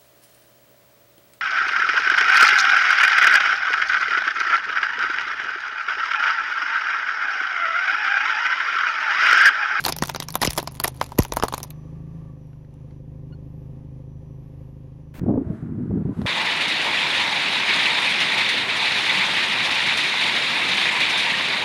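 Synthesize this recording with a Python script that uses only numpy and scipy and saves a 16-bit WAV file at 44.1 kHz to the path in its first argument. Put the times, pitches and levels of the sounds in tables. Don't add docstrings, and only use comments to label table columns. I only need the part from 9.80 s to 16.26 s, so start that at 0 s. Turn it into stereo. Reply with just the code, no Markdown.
import sys
import numpy as np
from scipy import signal
from scipy.fft import rfft, irfft, next_fast_len
from scipy.io import wavfile
from scipy.ndimage import uniform_filter1d, minimum_filter1d

SR = 44100
rng = np.random.default_rng(int(sys.argv[2]) if len(sys.argv) > 2 else 0)


def linear_from_db(decibels):
    return 10 ** (np.asarray(decibels, float) / 20)


def pcm_store(signal):
    levels = np.round(np.clip(np.atleast_2d(signal), -1, 1) * 32767)
    wavfile.write(sys.argv[1], SR, levels.astype(np.int16).T)


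N = 284974
T = np.arange(N) / SR

# (frequency [Hz], level [dB])
SNAP_SPECTRUM = [(900, -10), (1500, -7.5), (2000, -4.5), (2800, -4), (4700, -1.5), (6500, -2.5),
                 (9000, 0.5), (12000, -5.5), (15500, -10)]
# (frequency [Hz], level [dB])
TAIL_TREBLE = [(2500, 2.5), (6000, -5), (12000, -6)]
# (start [s], end [s])
CHANGE_S = (5.3405, 5.3958)
NUT_HZ = 981.6
LEAVE_S = 1.8


def evened(x):
    return x / np.sqrt(np.mean(x ** 2, axis=-1, keepdims=True) + 1e-20)


def read(points, hz, axis=1):
    columns = np.transpose(points)
    return np.interp(np.log(hz + 1), np.log(columns[0] + 1), columns[axis])


def curves(rows):
    s, *columns = np.transpose(rows)
    return [np.interp(T, s, c) for c in columns]


def window(t0, t1, edge):
    return np.clip((T - t0) / edge, 0, 1) * np.clip((t1 - T) / edge, 0, 1)


def add(mix, s, sound):
    part = mix[..., round(s * SR):][..., :sound.shape[-1]]
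    part += sound[..., :part.shape[-1]]


def colour(x, points):
    size = x.shape[-1]
    return irfft(rfft(x) * linear_from_db(read(points, np.fft.rfftfreq(size, 1 / SR))), size)


def noise(points):
    return evened(colour(rng.standard_normal((2, next_fast_len(N))), points)[:, :N])


def drift(hz):
    size = next_fast_len(N)
    z = rfft(rng.standard_normal(size))
    return evened(irfft(z * np.exp(-(np.arange(len(z)) * SR / N / hz) ** 2), size)[:N])


def ports(pair, table, right_db):
    size = next_fast_len(N)
    hz, z = np.fft.rfftfreq(size, 1 / SR), rfft(pair, size)
    same = np.clip(read(table, hz), 0, 1)
    shared = same * z[0] * np.exp(-1j * read(table, hz, axis=2))
    right = shared + np.sqrt(1 - same ** 2) * z[1]
    return np.array([pair[0], linear_from_db(right_db) * irfft(right, size)[:N]])


def breaks():
    # (time [s], snap [dB], brightness [dB], ring [dB], ring frequency [Hz])
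    splits = [(0.052, -12.5, -6.5, -29, 1201), (0.0825, -15.5, -2, -21, 1275),
              (0.0916, -19, -0.5, -24, 777), (0.1241, -16, -3.5, -37.5, 761), (.165, -23, 2, -32.5, 854),
              (0.3479, -23, -9.5, -27.5, 1233), (0.4858, -23.5, -2, -32, 1132),
              (0.63, -15.5, -9.5, -19.5, 1004), (0.651, -15.5, -3, -19.5, 434.4),
              (0.674, -12, -9, -25, 450.4), (0.783, -14.5, 1.5, -19.5, 765.3),
              (1.0395, -13.5, 12, -30.5, 1545), (1.08, -16.5, 3.5, -24.5, 846),
              (1.2136, -15.5, -7.5, -12, 1025), (1.3888, -12, 2.5, -15.5, 450),
              (1.404, -24.5, -1.5, -29.5, 1029), (1.599, -28, -4, -24, 1205),
              (1.6255, -20, -8.5, -16, 1190), (1.636, -18.5, -2, -8, 956), (1.6429, -32.5, -8, -25, 920),
              (1.6838, -21.5, -1.5, -23.5, 1139)]
    # (time [s], snap [dB], brightness [dB], ring [dB])
    snaps = [(0.2932, -25, -9.5, -27.5), (0.2974, -18, -4, -26.5), (0.3611, -21, -3, -25.5),
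             (0.4017, -18, -3, -28), (.424, -25, -8.5, -35), (0.5425, -27.5, -4, -36),
             (0.5548, -13, 4.5, -15.5), (0.6343, -17, -5.5, -16.5), (0.777, -16.5, 1.5, -17.5),
             (0.8004, -25.5, -2, -30), (0.8286, -27.5, 3, -28.5), (1.0007, -16.5, -1.5, -24),
             (1.227, -32.5, 2, -32.5), (1.32, -36.5, -1, -27.5), (1.4339, -26, 1, -42.5),
             (1.45, -25, 0, -26.5), (1.5221, -20, -2, -18), (1.5364, -23, 2.5, -31),
             (1.7244, -28.5, -13, -22.5), (1.7388, -22, -5, -16.5), (1.7446, -21, 0.5, -35),
             (1.78, -23.5, 0.5, -27.5), (1.8026, -31.5, -3, -32.5)]
    # (time [s], snap [dB], ring [dB], ring frequency [Hz])
    tears = [(0.0402, -25, -38.5, 920), (0.0491, -23.5, -29.5, 1180), (0.0634, -15.5, -18, 859),
             (0.2233, -18, -16, 969), (0.236, -20.5, -23, 1427), (0.282, -30, -39, 925),
             (0.6174, -15, -17.5, 794), (0.6649, -21.5, -34.5, 793.5), (0.6953, -27, -46.5, 920),
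             (0.876, -33, -33, 700), (1.0438, -12.5, -22.5, 700), (1.055, -27.5, -24.5, 740),
             (1.2, -43, -55.5, 1143), (1.5695, -18, -12, 952), (1.6515, -33.5, -26, 1138),
             (1.835, -36.5, -35.5, 942)]
    # (time [s], snap [dB], brightness [dB])
    chips = [(0.1867, -20, 2), (0.2577, -27, -3), (0.2735, -26, 5.5), (0.429, -28.5, 4.5),
             (0.505, -25.5, 2.5), (0.5248, -30.5, 10.5), (.707, -16.5, 0), (.733, -21.5, 2.5),
             (0.7683, -25.5, 7.5), (.9213, -40, 9), (0.952, -35.5, 3.5), (.648, -14.5, -1.5),
             (1.2418, -32, 1.5), (1.421, -30, 0.5), (1.728, -31, 5), (1.8311, -21, 7.5), (1.9047, -32, 7.5)]
    # (time [s], snap [dB], ring [dB], ring frequency [Hz])
    crumbs = [
        (2.731, -66, -55.5, 1500),
        (2.847, -69, -59, 1893),
        (3.109, -60, -59, 2073),
        (6.416, -43, -28, 620),
        (6.4555, -68, -22, 516),
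    ]
    nut_hz = NUT_HZ * (1 + 0.024 * rng.standard_normal(len(snaps)))
    rows = [row + (1.1,) for row in splits]
    rows += [row + (hz, 1.1) for row, hz in zip(snaps, nut_hz)]
    for s, db, ring_db, hz in tears:
        bright_db = -1 - 0.06 * (db - ring_db)
        rows.append((s, db, bright_db, ring_db, hz, 1.9))
    rows += [(s, db, bright_db, db - 20.5, NUT_HZ, 1) for s, db, bright_db in chips]
    rows += [(s, db, -23, ring_db, hz, 3.8) for s, db, ring_db, hz in crumbs]
    return rows


def splinters():
    # (time [s], snap [dB], brightness [dB],
    # ring relative to snap [dB])
    ticks = [(0.0146, -40, -6, -13.5), (0.0333, -39.5, 29, -16), (0.0886, -18.5, 0, -9.5),
             (.0957, -20, -0.5, -2), (.0995, -25.5, -1, -6), (.252, -29.5, 1, -9.5), (.315, -37, 0, -12),
             (0.341, -37.5, 1.5, -11), (.438, -36, 2, -11), (.574, -39, 4, -7.5), (.604, -42.5, -7, -11),
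             (0.622, -21.5, -2, -8), (.626, -15, -1, -5), (0.637, -25, 0, -5.5), (.657, -21.5, 2.5, -5.5),
             (.721, -34.5, -6.5, -6), (0.7525, -34.5, 1.5, -11), (.763, -31.5, 0, -7.5),
             (0.7817, -17, 0, -15.5), (.790, -21.5, -5, 1), (.840, -40.5, 8, -12), (.913, -42.5, 1, -3),
             (0.9447, -40, 6, -11), (.960, -40, 7, -12.5), (0.9712, -38.5, -0.5, -19.5),
             (1.0145, -35.5, 5, -8.5), (1.0495, -27.5, -2.5, 4), (1.07, -32, 2, -6), (.8746, -22.5, -2, -1),
             (1.174, -43.5, 3, -15), (1.240, -36, 8.5, -7.5), (1.263, -36.5, -3.5, -7.5),
             (1.292, -41.5, 3.5, -5), (1.378, -37, 1.5, 4), (1.384, -28.5, 2, 3.5), (1.3862, -18.5, 3, -10),
             (1.396, -27.5, -5.5, 8.5), (1.424, -23, -2.5, -12), (1.4418, -31.5, 1, -11.5),
             (1.483, -39, 2.5, -15), (1.564, -27, 3.5, -3.5), (1.588, -35, -0.5, -6), (1.640, -26, 2, -4),
             (1.767, -47, -8, -14.5), (1.773, -42.5, -2, -12.5), (1.839, -27.5, 4, -15.5),
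             (1.846, -41.5, 7, 5.5), (2.941, -57, -1, -5), (1.908, -37, -19, -19),
             (.0476, -22, -1.5, -24), (.0565, -23, 9, -10), (.0715, -33, -12, 5), (.6155, -26, 2, -12),
               (.704, -22, 2, -22), (.82, -40, -4, -8), (.8845, -52, 15, -16), (1.0465, -25.5, -9, 5),
               (1.0765, -23.5, -1, -6), (1.147, -47.5, 7, -9.5), (1.165, -43, 8.5, -14.5),
               (1.2355, -45, 7, 3), (1.267, -41, 1, -12), (1.6385, -32.5, -4.5, 12.5),
               (2.671, -67.5, 2, -10), (2.909, -66, -6, 0), (3.086, -68, -6, 1.5), (6.394, -58, -4.5, 6),
               (6.4175, -51, 6, -6), (6.426, -53, -7, 2)]
    return [(s, db, bright_db, db + ring_db, NUT_HZ, 0.8) for s, db, bright_db, ring_db in ticks]


def crack(s, snap_db, bright_db, ring_db, hz, ms):
    t = (np.arange(3072) - 512) / SR
    before, after = np.minimum(t, 0), np.maximum(t, 0)
    spit = np.exp(before / 0.00039 - after / (ms * 0.00094))
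    scatter = linear_from_db(-17.5 - 60 * after / 0.096 + 60 * before / (0.018 * ms))
    tilt = [(4000, -0.45 * bright_db), (11000, 1.5 * bright_db)]
    peaks_db = np.linspace(2.5, 6, num=16) * rng.standard_normal(16)
    shard = np.transpose([np.geomspace(1500, 15000, num=16), peaks_db])
    hiss = colour(rng.standard_normal((2, len(t))), SNAP_SPECTRUM)
    hiss = evened(colour(colour(hiss, tilt), shard)).clip(-2, 2)
    size = np.sqrt(np.mean((spit + scatter) ** 2))
    snap = evened(hiss * spit + colour(hiss, TAIL_TREBLE) * scatter) * size

    lag = t - 0.00058
    before, after = np.minimum(lag, 0), np.maximum(lag, 0)
    hollow = [(0.04 * hz, -14), (0.26 * hz, -3), (hz, 0), (1.19 * hz, -4), (2.0 * hz, -18), (5 * hz, -50)]
    thud = evened(colour(rng.standard_normal((2, len(t))), hollow)) * linear_from_db(-2.5 - 60 * after / 0.037)
    fade = linear_from_db(-60 * after / 0.016) + linear_from_db(4 - 60 * after / 0.0088)
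    ring = np.sin(2 * np.pi * (hz * after + 0.091 * rng.random((2, 1)))) * fade
    knock = evened((ring + thud) * np.exp(before / 0.00026)) * 0.16
    return s - 512 / SR, linear_from_db(snap_db + 2.0) * snap + linear_from_db(ring_db + 3.0) * knock


def pings():
    # (time [s], level [dB], frequency [Hz])
    freed = [(0.0522, -23, 3940), (0.064, -27.5, 1620), (0.1246, -18, 4705), (0.2237, -14.5, 1910),
             (0.402, -18.5, 5800), (.486, -18, 5400), (0.555, -17.5, 3500), (.6178, -13.5, 1900),
             (.6305, -15, 4830), (0.6492, -11.5, 2090), (.707, -20.5, 5920), (0.7774, -17, 5900),
             (0.7822, -15, 3400), (0.875, -20, 4870), (1.0004, -12.5, 4550), (1.043, -11.5, 1790),
             (1.079, -12.5, 5700), (1.2132, -17, 3130), (1.388, -13, 1945), (1.424, -25, 6900),
             (1.522, -13, 5900), (1.5683, -21, 6200), (1.638, -22, 6280), (1.6823, -21, 4400)]
    out, t = np.zeros(N), np.arange(1500) / SR
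    for s, db, hz in freed:
        tone = np.sin(2 * np.pi * hz * t) * np.clip(t / 0.0002, 0, 1)
        add(out, s, linear_from_db(db - 60 * t * hz / 33) * tone)
    return out


def aftermath(s, db, fade_s, rest_db):
    jolts = np.bincount(np.round(s * SR).astype(int), linear_from_db(2 * db), N)
    decay = np.exp(-2 / (fade_s * SR))
    return np.sqrt(signal.lfilter([1], [1, -decay], jolts) + linear_from_db(2 * rest_db))


def grit(rows):
    opening = (0.0027, -2.5, 0, -27, 0, 0)
    s, snap_db, _, ring_db, *_ = np.transpose(rows + [opening])
    fizz = aftermath(s, snap_db - 26.5, 0.016, -54)
    grind = aftermath(s, ring_db - 19.5, 0.019, -57)
    size = linear_from_db(3 * np.minimum(rng.exponential(1, N), 4)) * (rng.random(N) < 900 / SR)
    grains = evened(0.5 + signal.lfilter([1], [1, -0.975], size))
    crunch = noise([(250, -21.0), (600, -2.0), (1000, 3.0), (1600, -17), (2500, -25.0)])
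    sound = fizz * colour(noise(SNAP_SPECTRUM), TAIL_TREBLE) + grind * crunch
    return window(-1, 1.92, 0.059) * grains * sound


def knocks():
    # (time [s], level [dB], direction [+-1], fade [ms])
    hits = [
        (0.2215, -14, 1, 5.5),
        (0.6733, -12.5, 0.91, 14),
        (1.3876, -3.5, -1.2, 14),
        (1.632, -17, -0.45, 1.6),
    ]
    # (time [s], level [dB], frequency [Hz], length [s])
    tyre_drop = (1.47, -30, 48., .17)
    out, t = np.zeros(N), np.arange(90, 4000) / SR
    for s, db, way, ms in hits:
        sweep = np.cos(np.pi * np.log(t / 3e-3) / np.log(1.52))
        fade = np.exp(-(t - 3e-3) / (ms * 0.00093)) * np.clip((t - t[0]) / 0.0015, 0, 1)
        add(out, s + t[0], way * linear_from_db(db) * sweep * fade)
    s, db, hz, length = tyre_drop
    t = np.arange(round(length * SR)) / SR
    add(out, s, linear_from_db(db) * np.sin(2 * np.pi * hz * t) * np.hanning(len(t)))
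    return np.array([out, out])


def pipe(hz):
    # (frequency [Hz], half width [Hz])
    modes = [(278, 14), (385, 12), (520, 16)]
    return 0.3 + sum(1 / np.hypot(1, (hz - f) / width) for f, width in modes)


def firing_orders(hz, turns, exhaust_db, intake_db):
    # (multiple of the firing rate [1], level [dB])
    orders = [(1, -9.5), (2, -10), (3, -4.5), (4, -13.5), (5, 0.5), (6, -1.5), (7, -19.5), (8, -26.5),
              (9, -12), (10, -21), (11, -13.5), (12, -25), (13, -23), (14, -23), (15, -17.5), (10.5, -19),
              (5.5, -22.5), (2.5, -21), (19, -24), (20, -19), (21, -29.5)]
    limp = 1 + 0.45 * np.cos(np.pi * turns)
    hum = np.zeros((2, N))
    for k, db in orders:
        level_db = exhaust_db + db + 0.7
        phase = -0.24
        if k == 6:
            level_db = intake_db + db + 3.0
            phase -= 0.24
        if k == 2:
            phase += 0.38
        sway = np.array([[0], [0.25]]) + phase + 0.0099 * np.sqrt(k) * drift(31.0)
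        gain = np.sqrt(2) * linear_from_db(level_db + 1.5 * drift(13.0))
        if k > 9:
            gain = gain * pipe(k * hz) / pipe(k * hz[round(4 * SR)])
        if k > 18:
            gain = gain * limp
        hum += gain * np.cos(2 * np.pi * (k * turns + sway))
    return hum


def exhaust_noise(turns, exhaust_db):
    # (frequency [Hz], level [dB])
    throb = [(30, -12.5), (100, -5.5), (300, -14), (450, -23.5), (530, -15.5), (620, -31), (1030, -28.5),
             (3000, -91.5)]
    pulse = (1 + 0.31 * np.cos(2 * np.pi * turns)) ** 1.5
    return pulse * linear_from_db(exhaust_db - 8.5) * noise(throb)


def clatter(noise_db):
    # (frequency [Hz], level [dB])
    belts = [(400, -26), (1150, -29), (1430, -36.5), (1800, -35), (2150, -41), (2500, -39), (3500, -47),
             (5600, -51), (8000, -57), (10000, -54), (12300, -58), (12900, -101.5)]
    return linear_from_db(noise_db - 0.5 + 1.1 * drift(5.8)) * noise(belts)


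def shield_rattle():
    buzz = 0
    for f, db in ((1140, 7), (1740, -5)):
        buzz = buzz + linear_from_db(db) * noise([(f * 0.3, -70), (f * 0.96, -20), (f, 0), (f * 1.13, -20), (f * 3, -80)])
    return buzz * linear_from_db(-68.5 + 2.6 * drift(14.0)) * window(LEAVE_S, 2.61, 0.11)


def brake_squeak():
    # (frequency [Hz], level [dB], length [s])
    partials = [
        (1433, -52.5, 0.024),
        (2880, -62.5, 0.019),
        (4320, -66, 0.034),
        (7200, -82.5, .012),
    ]
    out, start = 0, 3.522
    for f, db, length in partials:
        tone = np.sin(2 * np.pi * f * T) * window(start, start + length, 0.0048)
        out = out + linear_from_db(db) * tone * linear_from_db(3.4 * drift(90.0))
    return out


def alternator(noise_db):
    # (time [s], frequency [Hz])
    pitch = [
        (0, 5930),
        (2.42, 5925),
        (2.6, 5895),
        (2.67, 5750),
        (2.84, 5885),
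        (5.4, 5880),
    ]
    spin = 2 * np.pi * (np.cumsum(curves(pitch)[0]) / SR + 0.15 * drift(7.4))
    first = linear_from_db(noise_db - 27.5 + 4 * drift(4.5)) * np.sin(spin)
    return first + linear_from_db(-91.5 + 4 * drift(2.5)) * np.sin(2 * spin)


def engine():
    # (time [s], firing rate [Hz], exhaust level [dB], intake level [dB])
    idle = [(0, 27, -43, -44.5), (.62, 26.68, -47, -44), (1.03, 25.3, -43, -46.5), (1.4, 26.52, -45, -63),
            (1.75, 24.78, -44.5, -48), (1.95, 25.37, -45, -41), (2.08, 26.45, -41, -42),
            (2.3, 27.64, -42, -40.5), (2.47, 26.51, -43, -42.5), (2.71, 25.21, -46.5, -46.5),
            (3.39, 25.98, -41, -43), (4.89, 26.19, -43.5, -47), (5.34, 26.05, -45.5, -47)]
    # (frequency [Hz], likeness [0-1], left lead [rad])
    likeness = [(99.6, 0.97, 0.24), (364, 0.75, 0.3), (700, 0.32, 0.77), (1452, 0.78, 3.4),
                (2164, 0.23, 3.8), (3400, 0.22, 1.1), (6640, 0.29, 7.5), (7840, 1, 2.8), (8640, 1, 4),
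                (9500, 0.2, 1.2), (12000, .8, .05)]
    hz, exhaust_db, intake_db = curves(idle)
    turns = np.cumsum(hz) / SR
    turns = turns - turns[round(3.589 * SR)]
    noise_db = -59 + 5.5 * np.exp(-np.maximum(T - LEAVE_S, 0) / 0.73)
    car = firing_orders(hz, turns, exhaust_db, intake_db) + exhaust_noise(turns, exhaust_db)
    car = car + clatter(noise_db) + shield_rattle() + brake_squeak()
    both = ports(car, likeness, 0.3) + np.sqrt(2) * alternator(noise_db)
    return window(-1, CHANGE_S[1], 0.023) * both


def scene_change():
    # (hiss level [dB], right relative to left [dB], closing step [dB])
    levels = (-40, -9, -26)
    # (frequency [Hz], level [dB])
    rustle = [(200, -4), (600, -12), (1900, -14.5), (5000, -27.5), (9500, -30.5), (14500, -27)]
    db, right_db, step_db = levels
    lean = np.clip((T - CHANGE_S[1]) / 0.013 + 1, 0, 1)
    hiss = linear_from_db(db + 1.8 * drift(149.0)) * noise(rustle) * linear_from_db([[0], [right_db]])
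    return window(*CHANGE_S, 1 / SR) * (hiss - linear_from_db(step_db) * lean)


def wind_force():
    # (start [s], length [s], level [dB], centre frequency [Hz])
    gusts = [
        (5.381, 0.066, -44.5, 194),
        (5.483, 0.14, -23, 319),
        (5.618, 0.13, -33, 202.1),
        (5.75, .06, -39, 168.3),
        (5.846, 0.2, -29.5, 174.7),
        (6.104, 0.12, -21.5, 185.9),
        (6.252, 0.061, -24.5, 169),
        (6.372, .13, -28, 169.2),
    ]
    # (time [s], level [dB])
    bursts = [(5.419, -22.5), (5.437, -20), (5.465, -17.5), (5.483, -16), (5.493, -16.5), (5.503, -17.5),
              (5.514, -22.5), (5.525, -25), (5.54, -18.5), (5.558, -20.5), (5.577, -16.5), (5.592, -26),
              (5.607, -33.5), (5.673, -21), (5.706, -19.5), (5.732, -29), (5.831, -21), (5.92, -24),
              (5.98, -24.5), (5.993, -24), (6.006, -26.5), (6.018, -28.5), (6.036, -24.5), (6.058, -25.5),
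              (6.078, -27), (6.097, -25), (6.112, -18.5), (6.137, -23), (6.154, -21.5), (6.174, -20),
              (6.217, -23), (6.257, -17.5), (6.292, -20), (6.315, -22.5), (6.327, -28.5), (6.368, -31),
              (6.393, -22.5), (6.424, -26), (6.454, -22)]
    edge = 0.015
    buffet, puffs = linear_from_db(-44), 0
    for s, length, db, _ in gusts:
        buffet = buffet + linear_from_db(db) * window(s - edge / 2, s + length + edge, edge)
    for s, db in bursts:
        puffs = puffs + linear_from_db(db + 3.0) * np.exp(-((T - s) / np.where(T < s, 0.005, 0.009)) ** 2)
    hz, = curves([(s + length / 2, f) for s, length, _, f in gusts])
    return np.hypot(buffet, puffs), hz


def eddies(hz):
    # (frequency [Hz], level [dB])
    buffet_spectrum = [(30, -9.5), (80, 3.5), (250, 2.5), (430, -4.5), (620, -27), (1000, -34),
                       (2500, -90.5)]
    turn = np.exp(2j * np.pi * np.cumsum(hz) / SR)
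    r = np.exp(-np.pi * 130 / SR)
    broad = noise(buffet_spectrum)
    band = (turn * signal.lfilter([1 - r], [1, -r], broad / turn)).real
    out = 0.41 * evened(band) + 0.13 * broad
    return out / np.sqrt(uniform_filter1d(out ** 2, 500) + 0.13)


def edge_moan():
    # (start [s], end [s], frequency [Hz], level [dB])
    moans = [
        (5.64, 5.77, 640., -44),
        (6.29, 6.36, 1000., -50),
    ]
    out = 0
    for t0, t1, f, db in moans:
        out = out + linear_from_db(db) * window(t0, t1, 0.02) * noise([(f * 0.6, -85), (f, 0), (f * 1.6, -85)])
    return out


def far_wind():
    # (time [s], roar level [dB])
    swell = [(5.41, -55), (5.6, -56.5), (5.76, -51.5), (5.9, -55.5), (6.3, -54), (6.38, -48.5), (6.46, -48)]
    # (frequency [Hz], level [dB])
    roar = [(300, -2.5), (800, -5), (1400, -6.5), (2000, -16), (3500, -34), (6500, -44), (12000, -77)]
    # (frequency [Hz], level [dB])
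    far_hiss = [(2000, 4.5), (3500, 1), (6000, -5.5), (11500, -5.5), (13000, -17), (14500, -38)]
    roar_db, = curves(swell)
    far_db = -75 + 2 * (roar_db - swell[0][1])
    out = linear_from_db(roar_db + 3.5 + 0.7 * drift(12.0)) * noise(roar)
    return out + linear_from_db(far_db + 5.5) * noise(far_hiss)


def wind():
    # (frequency [Hz], likeness [0-1], left lead [rad])
    likeness = [(50, 0.99, 1), (150, 0.91, -0.75), (290, 0.82, -0.54), (493.8, 0.48, -1.3),
                (1000, 0.41, -1.1), (1995, .55, -0.18), (4290, 0.028, -.5)]
    force, hz = wind_force()
    spray = noise([(300, 1.5), (600, 2.5), (1100, -14.5), (3000, -77.0)])
    spray = force ** 2 * (hz / 250) ** 2 * spray
    sound = force * eddies(hz) + spray + edge_moan() + far_wind()
    return ports(window(CHANGE_S[1] - 0.025, 7, 0.0081) * sound, likeness, -0.36)


def scene():
    # (frequency [Hz], likeness [0-1], left lead [rad])
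    likeness = [(59.74, 0.98, 0.3), (200, 1, 0.27), (700, .9, 0.5), (1470, 0.8, 0.3), (2754, 0.5, 0.54),
                (5500, 0.99, 1), (7100, 0.99, -1.78), (7740, .95, -2.5), (9406, 0.8, -4),
                (10700, 0.9, -5.5), (12300, 0.4, -6.5), (13890, .9, -8.5), (15000, .8, -8.5),
                (16300, 0.7, -9.5)]
    rows = breaks()
    shells = grit(rows)
    for row in rows + splinters():
        add(shells, *crack(*row))
    left, right = ports(shells + knocks() + pings(), likeness, 0.44)
    shade = linear_from_db(-1.2 - 1.77 * np.minimum(T, 1.75) ** 2) - 1
    right = right + shade * signal.filtfilt(*signal.butter(N=2, Wn=6500, fs=SR), right)
    return np.array([left, right]) + engine() + wind() + scene_change()


def starve(x):
    hz, t, z = signal.stft(x, SR, nperseg=256)
    power = uniform_filter1d(uniform_filter1d(abs(z) ** 2, 9, 1), 3, 2)
    level_db = 10 * np.log10(power + 1e-16)
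    loud_db = -minimum_filter1d(-level_db[:, 24:].max(1), 15, origin=4)[:, None]
    margin_db = read([(3000, 70), (5000, 39), (7500, 30), (16000, 31)], hz)[:, None]
    luck = rng.standard_normal((2, 17, len(t) // 4 + 1))
    luck = np.repeat(np.repeat(luck, 8, 1), 4, 2)[:, :len(hz), :len(t)]
    kept = level_db > loud_db - margin_db + 3 * luck
    return signal.istft(z * kept, SR, nperseg=256)[1][:, :N]


def band_limit(x):
    return signal.sosfilt(signal.butter(12, 17000, fs=SR, output="sos"), x)


def record(dry):
    lowpass = signal.firwin(511, 16100, window=("kaiser", 9), fs=SR)
    x = signal.oaconvolve(dry, lowpass[None], "same")
    left, right = signal.lfilter(*signal.butter(1, 22.0, "high", fs=SR), x)
    mid, side = starve(np.array([left + right, left - right]) / 2)
    return band_limit(np.array([mid + side, mid - side]))


dry = scene()
out = record(dry)
pcm_store(out)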